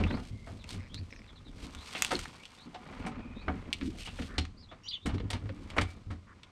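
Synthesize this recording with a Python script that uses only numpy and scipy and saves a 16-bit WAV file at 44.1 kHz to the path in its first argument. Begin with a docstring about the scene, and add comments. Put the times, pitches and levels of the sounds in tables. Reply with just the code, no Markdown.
"""A hand works the lever latch of a wooden shed door close by: knocks ring the lock case over dull panel modes.
The handle creaks by stick-slip, then the latch snaps and the door scrapes free as filtered contact noise.
Later, among more knocks, a bird calls in two gliding voices and the door rocks on its hinges, ever weaker.
Throughout, small birds chirp as swept tones over the noise of garden air; a brick wall returns short echoes."""
import sys
import numpy as np
from scipy import signal
from scipy.io import wavfile

SR = 44100
rng = np.random.default_rng(int(sys.argv[2]) if len(sys.argv) > 2 else 0)


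def wrap_up_sound(samples):
    """Save the sound to the file named by the first command line argument, as 16-bit audio."""
    columns = np.atleast_2d(samples).T
    # keep every value between -1 and 1, then stretch to whole-number steps
    tamed = np.clip(columns, -1, 1)
    steps = np.round(tamed * 32767).astype(np.int16)
    wavfile.write(sys.argv[1], SR, steps)


N = 287081
TIME = np.arange(N) / SR  # the whole scene [s]
RING = np.arange(SR // 2) / SR  # half a second for one impact or echo response [s]

# resonances of the lock case and handle plate: (frequency [Hz], width [Hz], gain over broad response [dB])
LOCK_MODES = [(507, 8.7, 5), (585, 15, 2), (749.2, 13, 7), (849, 30, 3), (1220, 40, 4.5), (1310, 21, 2),
              (1420, 27, 5.5), (2000, 21, 2.5), (2136, 42, 5), (2315, 49, 5), (3300, 35, 3), (3925, 16, 4),
              (4215, 52, 4), (4630, 40, 5), (7600, 170, 4), (8355, 270, 8.5)]
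# bright rubs of hand and door edge:
# (peak time [s], rise time over 20 dB [s], fall time over 20 dB [s], relative level [dB])
RUB_STROKES = [(.15, .9, 0.28, -62), (.295, 0.355, 0.03, -55.5), (.5, 0.3, 0.37, -60),
               (.71, 0.041, 0.075, -45), (1.1, 1, .6, -66), (1.655, 0.12, 0.043, -49.5),
               (1.94, 0.19, 0.56, -45), (2.06, 0.196, .2, -47.5), (2.17, 0.56, 0.073, -47.5),
               (2.235, 0.12, 0.032, -46.5), (2.55, 0.19, 0.21, -60.5), (3.03, 0.69, 0.052, -62.5),
               (3.6, 0.51, 0.093, -66), (3.88, 0.24, 0.085, -53.5), (4.0, 0.07, 0.18, -47),
               (4.06, 0.051, 0.055, -50), (4.21, 0.16, 0.18, -50.5), (5.65, 0.61, 0.64, -65),
               (5.91, 0.089, 0.066, -54.5)]
# broad response to rubbing: (frequency [Hz], relative level [dB])
RUB_RESPONSE = [(300, -9.5), (1300, -8.5), (2900, 1), (4500, -1.5), (6500, -7), (8500, -12.5),
                (10000, -14.5), (12000, -22.5), (16000, -37.5)]


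def knocks(level_db=-10, chatter_db=2.0, chatter_per_s=900, tail_db=-26, tail_t60=0.24, ring_width_hz=80, rise_s=0.0028):
    """Repeated impact: each knock builds for a moment while the loose latch bounces in its case."""
    # wooden knocks with latch chatter: (time [s], bite level [dB], body level [dB], sparkle level [dB],
    # ring frequency [Hz], decay T60 [s], ring gain [dB]); the first three levels are relative
    blows = [(0.0014, -36, -27.5, -56, 568, 0.04, 20), (0.104, -30, -27, -71, 1940, 0.037, 16),
             (0.1265, -48, -35, -85, 475, 0.045, 23), (0.139, -38, -26.5, -90, 1360, 0.028, 6),
             (0.169, -45.5, -35.5, -85, 800, 0.18, 3), (0.466, -63, -37.5, -95, 660, 0.26, 15.5),
             (1.9481, -26, -31, -59, 2570, 0.12, 4), (2.106, -27, -23, -43, 1260, 0.087, 16),
             (2.114, -26, -19.5, -35.5, 770, 0.045, 16), (2.124, -32, -22.5, -56, 508, 0.075, 15),
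             (2.13, -34, -22.5, -41, 326, 0.11, 22), (2.7425, -38.5, -32.5, -61.5, 750, 0.11, 21),
             (3.062, -36, -27, -45.5, 736, .096, 13), (3.4796, -34, -19, -76, 750, 0.048, 7),
             (3.4835, -28.5, -35, -72, 2220, 0.019, 21), (3.498, -45, -28, -76, 1200, 0.037, 10),
             (4.056, -32, -45, -49, 2900, 0.074, 22.5), (4.0714, -34, -36.5, -68, 2720, 0.11, 12.5),
             (4.187, -35, -31.5, -85, 514.4, 0.051, 7), (4.22, -33.5, -34, -63, 452, 0.0395, 12),
             (4.3803, -17, -23, -34.5, 4200, 0.035, 13), (4.7124, -46, -36.5, -80.5, 664, 0.1, 9.5),
             (5.0568, -29, -25.5, -39, 3010, 0.095, 12), (5.087, -38.5, -33, -71, 974, 0.22, 9),
             (5.141, -39.5, -30, -57, 379.5, 0.064, 15), (5.197, -37.5, -30.5, -73, 446, 0.045, 16),
             (5.302, -24.5, -28.5, -33.5, 2994, 0.039, -1), (5.329, -27, -29.5, -42.5, 920, 0.051, 10),
             (5.345, -39, -35, -66, 418, 0.14, 8), (5.455, -48.5, -39.5, -72, 463, 0.048, 9),
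             (5.489, -38.5, -31, -75, 524, 0.051, 16), (5.7636, -38, -23, -50, 518, 0.18, -6),
             (5.7796, -24, -14, -42, 1333, 0.055, 11.5), (5.7817, -13, -21, -58, 2296, 0.021, 17),
             (5.8111, -24, -24.5, -35.5, 2120, 0.059, 3), (6.1026, -43, -36, -59.5, 840, 0.15, -1)]
    # broad response to knocking: (frequency [Hz], relative level [dB])
    response = [(300, -2.5), (700, -5), (1600, -6.5), (3000, 1.5), (6000, -8), (9500, -6), (12000, -20.5),
                (16000, -48.5)]
    out = np.zeros(N)
    for s, bite, body, sparkle, hz, t60, ring_db in blows:
        decay = dying(t60) + amp(tail_db) * dying(tail_t60)
        swell = (1 - np.exp(-RING / rise_s)) * decay
        force = swell * amp(chatter_db * drift(len(RING), chatter_per_s))
        # chatter leaves the energy of the blow unchanged
        force *= np.linalg.norm(swell) / np.linalg.norm(force) / swell.max()
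        modes = LOCK_MODES + [(hz, ring_width_hz, ring_db)]
        add(out, s, strike(force, response, (bite, body, sparkle), modes))
    return amp(level_db) * out


def clicks(level_db=-2, tail_db=-31, tail_t60=0.11, ring_width_hz=600, ring_db=10, below_ring=0.77):
    """Impulsive excitation: metal snaps on metal with a faint shiver; each contact point has its own ring."""
    # sharp metal clicks: (time [s], relative bite level [dB], relative body level [dB],
    # relative sparkle level [dB], ring frequency [Hz], decay T60 [s])
    snaps = [(0.038, -28, -62, -57, 2600, 0.036), (0.6417, -38.5, -55, -50.5, 2500, 0.014),
             (0.6913, -34, -60, -43, 4300, 0.012), (0.9441, -37.5, -47, -47, 4300, 0.043),
             (1.7491, -42, -42.5, -47, 3500, 0.029), (2.0222, -14.5, -19, -14.5, 2650, 0.0081),
             (2.0477, -18.5, -28.5, -24, 2850, 0.0097), (2.1536, -19, -46, -45, 4370, 0.0062),
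             (2.1917, -34.5, -36, -38, 1320, 0.03), (2.2563, -48, -32, -52, 930, 0.015),
             (2.435, -41, -61, -55, 2930, 0.015), (2.4542, -41.5, -60, -54, 3170, 0.055),
             (3.7288, -15, -59.5, -30, 2700, 0.0062), (3.7331, -29, -64, -39, 2600, 0.037),
             (3.8122, -41.5, -48.5, -74, 1366, 0.14), (4.452, -39.5, -42, -53.5, 2310, 0.023),
             (5.1819, -44.5, -41, -64, 4022, 0.028), (5.7025, -42, -45.5, -54, 3330, 0.052),
             (6.433, -46, -52.5, -60.5, 3550, 0.049)]
    # broad response to clicking: (frequency [Hz], relative level [dB])
    response = [(300, -7.5), (1000, -2), (2800, 7), (5000, 2), (9500, -9.5), (11200, -21.5), (12200, -18),
                (16000, -48.5)]
    out = np.zeros(N)
    for s, bite, body, sparkle, hz, t60 in snaps:
        force = dying(t60) + amp(tail_db) * dying(tail_t60)
        modes = LOCK_MODES + [(hz, ring_width_hz, ring_db)]
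        lowest_hz = np.clip(below_ring * hz, 1800, 5000)
        sound = strike(force, response, (bite, body, sparkle), modes, snap=0.95, bite_from_hz=lowest_hz)
        add(out, s, sound)
    return amp(level_db) * out


def strike(force, response, levels_db, modes, snap=0., bite_from_hz=1800, tilt_share=0.42, neutral_db=13):
    """Source-filter impact: snap and contact chatter ring the lock; hardness sets bite, body and sparkle."""
    contact = force * rng.standard_normal(len(force))
    contact[0] += snap * np.linalg.norm(force)
    bite, _, sparkle = levels_db
    # a soft blow falls off faster towards the treble, in dB an octave above 1500 Hz
    tilt = tilt_share * (sparkle - bite + neutral_db)
    tilted = [(hz, db + tilt * np.log2(max(hz / 1500, 1))) for hz, db in response]
    ring = colour(contact, tilted, modes)
    bands = [(bite_from_hz, 6000), (280, 1800), (6000, 15000)]  # bite, body, sparkle [Hz]
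    mixed = sum(amp(db) * unit(band(ring, *b)) for db, b in zip(levels_db, bands))
    return np.sqrt(np.mean(force ** 2)) * mixed


def thumps(leaf_db=-3, plank_db=-4, leaf_t60=0.29, plank_share=0.71):
    """Modal superposition: the whole leaf booms; the planks die sooner."""
    # dull thumps of the leaf: (time [s], relative boom level [dB], relative plank level [dB],
    # nominal boom frequency [Hz])
    blows = [(0.001, -27.5, -28.5, 90.3), (0.038, -24.5, -34.5, 87.6), (0.126, -35, -29, 104.7),
             (0.312, -34.5, -46.5, 100), (0.505, -41.5, -44.5, 104.3), (0.724, -38, -41.5, 104.3),
             (0.774, -35.5, -62, 95), (0.945, -38, -44.5, 95.8), (0.992, -36, -56, 92),
             (1.461, -54, -47, 68), (1.629, -41, -39.5, 67.4), (1.76, -41.5, -47.5, 73),
             (1.985, -51, -45.5, 98.5), (2.122, -55, -34.5, 66.4), (2.659, -65, -41, 67.5),
             (3.073, -49, -35.5, 73.6), (3.479, -29.5, -29.5, 79.2), (3.541, -43.5, -34.5, 92),
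             (3.828, -32, -33, 75), (4.196, -35, -31.5, 75), (4.383, -25.5, -33, 78.1),
             (5.055, -32, -30, 66.3), (5.141, -44, -33, 89.4), (5.494, -42, -40, 92),
             (5.784, -26, -30, 81.4), (5.826, -26, -47, 88), (6.066, -35.5, -50, 95.9),
             (6.104, -34, -40, 82)]
    # flexing of the leaf: (multiple of the boom frequency [1], relative level [dB])
    leaf = [(.64, -11), (1.002, 1), (1.37, -14)]
    # plank modes: (nominal frequency [Hz], relative level [dB])
    planks = [(146, -0.5), (188, 2), (232, 3.5), (252, 2.5), (283, 3.5), (345, -6), (430, -7)]
    out = np.zeros(N)
    multiples, leaf_modes_db = np.transpose(leaf)
    plank_hz, plank_modes_db = np.transpose(planks)
    for s, boom, plank, hz in blows + rocking():
        flexing = wood(hz * multiples, leaf_modes_db, leaf_t60, rise=0.0032, detune=0.067)
        add(out, s, amp(boom + leaf_db) * flexing)
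        plank_ring = wood(plank_hz, plank_modes_db, leaf_t60 * plank_share, rise=0.0043, detune=0.06)
        add(out, s, amp(plank + plank_db) * plank_ring)
    return out


def rocking(count=4, start_s=5.134, period_s=.101, boom_hz=97.2, boom_db=-28, plank_db=-37, loss_db=0.9):
    """Damped oscillation: the open door rocks on its hinges in evenly spaced, weakening bumps."""
    return [(start_s + k * period_s, boom_db - k * loss_db, plank_db - k * loss_db, boom_hz)
            for k in range(count)]


def wood(hz, db, t60, rise, detune):
    """Damped low modes of the door, pushed from rest, a little different at every point of impact."""
    hz = hz * (1 + detune * rng.uniform(-0.92, 1, len(hz)))
    ring = amp(db) @ np.sin(2 * np.pi * hz[:, None] * RING)
    swell = (1 - np.exp(-RING / rise)) * dying(t60)
    return unit(ring * swell) * np.sqrt(np.mean(swell ** 2)) / swell.max()


def creak(level_db=-3, uneven_db=1.2, slip_rise_s=0.0009):
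    """Stick-slip: the spindle judders quickly as the lever starts to turn, then sticks and slips more slowly."""
    # single slips: (time [s], relative level [dB])
    slow_slips = [(0.977, -46), (0.987, -48), (1.012, -54), (1.106, -49), (1.126, -37), (1.135, -42),
                  (1.162, -43), (1.192, -45.5), (1.218, -47.5), (1.243, -51), (1.264, -49), (1.292, -49)]
    # short ring of the spindle: (nominal frequency [Hz], relative level [dB])
    spindle = [(480, -5.5), (950, -11), (1950, -1), (2350, 0), (3800, -12.5), (5200, -11)]
    judder_start_s, judder_length_s, judder_per_s, judder_db = .79, .09, 127, -50
    out = np.zeros(N)
    hz, db = np.transpose(spindle)
    t = RING[:SR // 50]
    swell = t / slip_rise_s * np.exp(1 - t / slip_rise_s)
    judder = [(judder_start_s + s, judder_db) for s in np.arange(0, judder_length_s, 1 / judder_per_s)]
    for s, slip_db in judder + slow_slips:
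        slip_hz = hz * rng.uniform(0.88, 1.1, len(hz))
        ring = amp(db) @ np.sin(2 * np.pi * np.outer(slip_hz, t))
        gain = amp(slip_db + level_db + uneven_db * rng.standard_normal())
        add(out, s, gain * unit(ring) * swell)
    return out


def handling(rub_db=-2.0, shuffle_db=-1, tremble_db=-3, scrape_tremble_db=-3.5, sway_db=1):
    """Sliding friction: rubs hiss, scrapes ring lock and planks, and the door trembles and sways in the hand."""
    # force of the hand on the door: (time [s], relative level [dB])
    push_points = [(0, -35.5), (.35, -51), (1.0, -52), (1.35, -57), (1.6, -49), (1.9, -64), (2.2, -47.5),
                   (2.5, -73.5), (2.87, -59), (3.03, -48), (4.35, -49), (4.7, -59), (5.02, -65.5),
                   (5.08, -38.5), (5.4, -48.5), (5.8, -49.5), (6.51, -64)]
    # dull scrapes of the moving door and of shuffling:
    # (peak time [s], rise time over 20 dB [s], fall time over 20 dB [s], relative level [dB])
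    scrape_strokes = [(.02, 0.28, 0.27, -43.5), (.7, 0.2, 0.41, -55), (1.3, 0.99, 1, -64.5),
                      (1.62, 0.1, 1, -57), (2.1, 0.71, 0.54, -50), (2.55, .4, 1, -61.5),
                      (3.05, 0.44, 0.33, -45.5), (3.6, 0.93, 0.46, -52.5), (4.28, 0.55, 0.41, -56.5),
                      (4.75, 0.33, 0.55, -63.5), (5.33, 0.27, 0.55, -56.5), (5.75, 0.23, 0.35, -51),
                      (6.45, 0.52, 0.77, -62)]
    # broad responses: (frequency [Hz], relative level [dB])
    shuffle_response = [(200, -17), (430, -1), (700, -5.5), (1000, 0.5), (1600, -6.5), (2400, -7),
                        (3300, -14.5), (7000, -33), (12000, -78.5)]
    tremble_response = [(90, -30), (150, -2), (195, 0), (240, 0.5), (300, -6.5), (400, -12.5), (700, -19),
                        (1500, -68.5)]
    sway_response = [(12, -6), (22, -7.5), (34, 8.5), (55, -1), (88, 5.5), (125, -5), (200, -29),
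                     (500, -90.5)]
    push = amp(np.interp(TIME, *np.transpose(push_points)))
    scrape = strokes(scrape_strokes)
    shake = np.hypot(amp(tremble_db) * push, amp(scrape_tremble_db) * scrape)
    rub = friction(strokes(RUB_STROKES), RUB_RESPONSE, grain_db=2.5, grains_per_s=260, modes=LOCK_MODES)
    shuffle = friction(scrape, shuffle_response, grain_db=3.0, grains_per_s=190, modes=LOCK_MODES)
    tremble = friction(shake, tremble_response, grain_db=4.0, grains_per_s=59)
    sway = friction(push, sway_response, grain_db=1, grains_per_s=63)
    return amp(rub_db) * rub + amp(shuffle_db) * shuffle + tremble + amp(sway_db) * sway


def friction(strength, response, grain_db, grains_per_s, modes=()):
    """Random excitation: uneven grains of contact ring a surface, following the strength of the stroke."""
    grains = rng.standard_normal(N) * amp(grain_db * drift(N, grains_per_s))
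    return unit(colour(grains, response, modes)) * strength


def strokes(rows, range_db=20):
    """Contact strength: each stroke changes by range_db per rise or fall time, and powers add."""
    power = np.zeros(N)
    for s, rise, fall, db in rows:
        steps_from_peak = np.maximum((s - TIME) / max(rise, .01), (TIME - s) / max(fall, .01))
        power += amp(db - range_db * steps_from_peak) ** 2
    return np.sqrt(power)


def grit(level_db=-6, ticks_per_s=110, spread_db=13):
    """Sparse impulses: specks of rust and paint snap under each rub and tick the lock plate."""
    struck = rng.random(N) < ticks_per_s / SR
    ticks = struck * rng.choice([-1., 1.], N) * amp(spread_db * rng.random(N))
    return amp(level_db) * unit(colour(ticks, RUB_RESPONSE, LOCK_MODES)) * strokes(RUB_STROKES)


def squeaks(level_db=0):
    """Resonant friction: rubbing edges and hinges feed one narrow resonance for the length of a stroke."""
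    # faint squeaks and groans: (time [s], length [s], centre frequency [Hz], width [Hz], level [dB])
    tones = [(0.293, 0.24, 2120, 130, -65.5), (3.795, .135, 257, 106, -37), (2.726, 0.063, 710, 159, -54.5),
             (2.848, 0.59, 247, 40, -49), (3.099, 0.5, 2460, 200, -63), (3.991, 0.063, 2800, 500, -50.5),
             (4.268, 0.13, 1500, 800, -53.5), (5.531, 0.12, 300, 70, -51.5),
             (6.259, 0.091, 1460, 900, -58.5)]
    out = np.zeros(N)
    for s, length, hz, width, db in tones:
        noise = rng.standard_normal(SR)
        tone = band(noise, hz - width / 2, hz + width / 2)[-int(length * SR):]  # the settled end
        add(out, s, amp(db + level_db) * unit(tone) * signal.windows.tukey(len(tone), .6))
    return out


def birds(chirps_db=-2, call_db=-1, overtone_db=-30, chirp_waver=0.039, trill_waver=0.071, rasp_hz=960):
    """Frequency modulation: rising, falling, arched and buzzing far chirps, and a louder two-voice call."""
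    # chirps of four kinds: (time [s], length [s], middle frequency [Hz], relative level [dB])
    rising = [(.065, 0.047, 3624, -51.5), (.118, 0.046, 4230, -50.5), (.89, 0.052, 3280, -60),
              (.93, 0.067, 4023, -50.5), (1.76, 0.085, 3800, -55.5), (2.385, 0.088, 2405, -59.5),
              (2.57, 0.08, 3910, -56.5), (3.343, 0.1006, 3880, -60), (5.0, 0.087, 3690, -58.5)]
    falling = [(.588, 0.047, 3820, -60), (1.271, 0.045, 3580, -59.5), (1.354, 0.035, 3800, -58),
               (1.445, 0.055, 3716, -60.5), (4.615, 0.038, 4250, -58)]
    arched = [(4.566, 0.062, 4860, -58.5), (4.68, 0.0534, 3540, -59)]
    buzzing = [(1.102, 0.0295, 5367, -64), (1.145, .06, 5360, -63.5)]
    # the nearest bird sings with both sides of its syrinx: (time [s], frequency [Hz], relative level [dB])
    main_voice = [(4.835, 2770, -61.5), (4.871, 3010, -45), (4.883, 3830, -49), (4.888, 4680, -36),
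                  (4.897, 4680, -46), (4.900, 4000, -49), (4.909, 4030, -37), (4.914, 3150, -40.5),
                  (4.924, 2870, -44), (4.934, 3560, -35.5), (4.943, 3500, -41), (4.953, 3110, -38),
                  (4.966, 2900, -46), (4.980, 2660, -66)]
    upper_voice = [(4.835, 5550, -62), (4.857, 5680, -55.5), (4.877, 6020, -64)]
    out = np.zeros(N)
    # start and end pitch are multiples of the middle pitch
    kinds = ((rising, (0.93, 1.2), chirp_waver), (falling, (1.13, 0.85), chirp_waver),
             (arched, (.92, 1), chirp_waver), (buzzing, (1.2, 1), trill_waver))
    for chirps, (first, last), waver in kinds:
        for s, length, middle_hz, db in chirps:
            u = np.linspace(0, 1, int(length * SR))
            parabola = np.polyfit([0, .5, 1], [first, 1, last], 2)
            hz = middle_hz * np.polyval(parabola, u)
            note = whistle(hz, waver, flutter_db=1.5) * signal.windows.tukey(len(u), .5)
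            add(out, s, amp(db + chirps_db) * note)
    for contour, waver, rasp_depth in ((main_voice, .028, .2), (upper_voice, .018, .7)):
        s, hz, db = np.transpose(contour)
        t = np.arange(s[0], s[-1], 1 / SR)
        hz = np.interp(t, s, hz)
        voice = whistle(hz, waver, flutter_db=2.5)
        overtone = whistle(2 * hz, waver, flutter_db=2.5)
        rasp = 1 + rasp_depth * np.sin(2 * np.pi * rasp_hz * t)
        level = amp(np.interp(t, s, db) + call_db)
        add(out, s[0], level * rasp * (voice + amp(overtone_db) * overtone))
    return out


def whistle(hz, waver, flutter_db):
    """Phase integration: a gliding note, slightly rasping from random pitch and level modulation."""
    phase = 2 * np.pi * np.cumsum(hz * (1 + waver * drift(len(hz), 900))) / SR
    return unit(np.sin(phase) * amp(flutter_db * drift(len(hz), 225)))


def echoes(x, t60, delay, top_hz):
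    """Convolution with sparse, decaying reflections from walls and paving."""
    reflected = (rng.random(len(RING)) < 2000 / SR) * (RING > delay)
    taps = rng.choice([-1., 1.], len(RING)) * reflected * dying(t60)
    taps = band(taps, 160, top_hz)
    return signal.fftconvolve(x, taps / np.linalg.norm(taps))[:N]


def garden_air(level_db=-64):
    """Stationary filtered noise: the steady air of the garden."""
    # spectrum of the air: (frequency [Hz], relative level [dB])
    spectrum = [(18, -29), (30, -3.5), (81, 1.5), (134, 2.5), (245, -4.5), (355, -14.5), (616, -26),
                (913, -33), (1010, -10), (1540, -21), (3980, -20.5), (8520, -29.5), (16000, -63.5)]
    return amp(level_db) * unit(colour(rng.standard_normal(N), spectrum))


def amp(db):
    """Logarithmic level: decibels to gain."""
    return 10 ** (np.asarray(db) / 20)


def unit(x):
    """Normalization by mean power: scales to rms 1."""
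    return x / np.sqrt(np.mean(x ** 2) + 1e-20)


def add(mix, s, sound):
    """Linear superposition: mixes a sound in place at time s [s]."""
    part = mix[max(round(s * SR), 0):][:len(sound)]
    part += sound[:len(part)]


def read(points, hz):
    """Interpolation of a spectrum in dB on a log-frequency axis."""
    f, db = np.transpose(points)
    return np.interp(np.log(hz + 1), np.log(f + 1), db)


def colour(x, points, modes=()):
    """Minimum-phase filtering: a causal filter with a broad response and resonant peaks."""
    size = 16384
    hz = abs(np.fft.fftfreq(size, 1 / SR))
    peaks = sum((amp(db) - 1) / (1 + (2 * (hz - f) / w) ** 2) for f, w, db in modes)
    gain = amp(read(points, hz)) * (1 + peaks)
    # the Hilbert transform of the log gain supplies the phase
    log_response = np.conj(signal.hilbert(np.log(np.maximum(gain, 1e-5))))
    taps = np.fft.ifft(np.exp(log_response)).real
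    return signal.fftconvolve(x, taps[:size // 2])[:len(x)]


def band(x, lo_hz, hi_hz):
    """Band-pass filtering with maximally flat passband."""
    edges_hz = [lo_hz, min(hi_hz, SR / 2 - 1)]
    return signal.sosfilt(signal.butter(3, edges_hz, "band", fs=SR, output="sos"), x)


def dying(t60):
    """Exponential damping: decay by 60 dB in t60 seconds."""
    return np.exp(-np.log(1000) * RING / max(t60, 1e-3))


def drift(count, per_s):
    """Slow chance: random knots joined by straight lines, at rms 1."""
    knots = rng.standard_normal(int(count / SR * per_s) + 2)
    return unit(np.interp(np.arange(count) / SR * per_s, np.arange(len(knots)), knots))


def scene():
    """Superposition: the door close by and the birds across the garden, all from straight ahead."""
    door = clicks() + knocks() + thumps() + creak() + grit()
    song = birds()
    near = door + amp(-16.0) * echoes(door, t60=0.16, delay=0.0042, top_hz=8000)
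    far = song + amp(-8.5) * echoes(song, t60=0.1, delay=0.004, top_hz=8980)
    return np.tile(near + far + handling() + squeaks() + garden_air(), (2, 1))


def record(dry, peak_hz=12200, peak_q=14, peak_gain=0.33, edge_hz=15900):
    """Linear filtering: a narrow peak near 12 kHz lifts the right channel's top treble, then both are low-passed."""
    peak = signal.lfilter(*signal.iirpeak(peak_hz, peak_q, fs=SR), dry[1])
    pair = np.array([dry[0], dry[1] + peak_gain * peak])
    low_pass = signal.firwin(511, edge_hz, window=("kaiser", 9), fs=SR)
    return signal.oaconvolve(pair, low_pass[None], "same")


dry = scene()
out = record(dry)
wrap_up_sound(out)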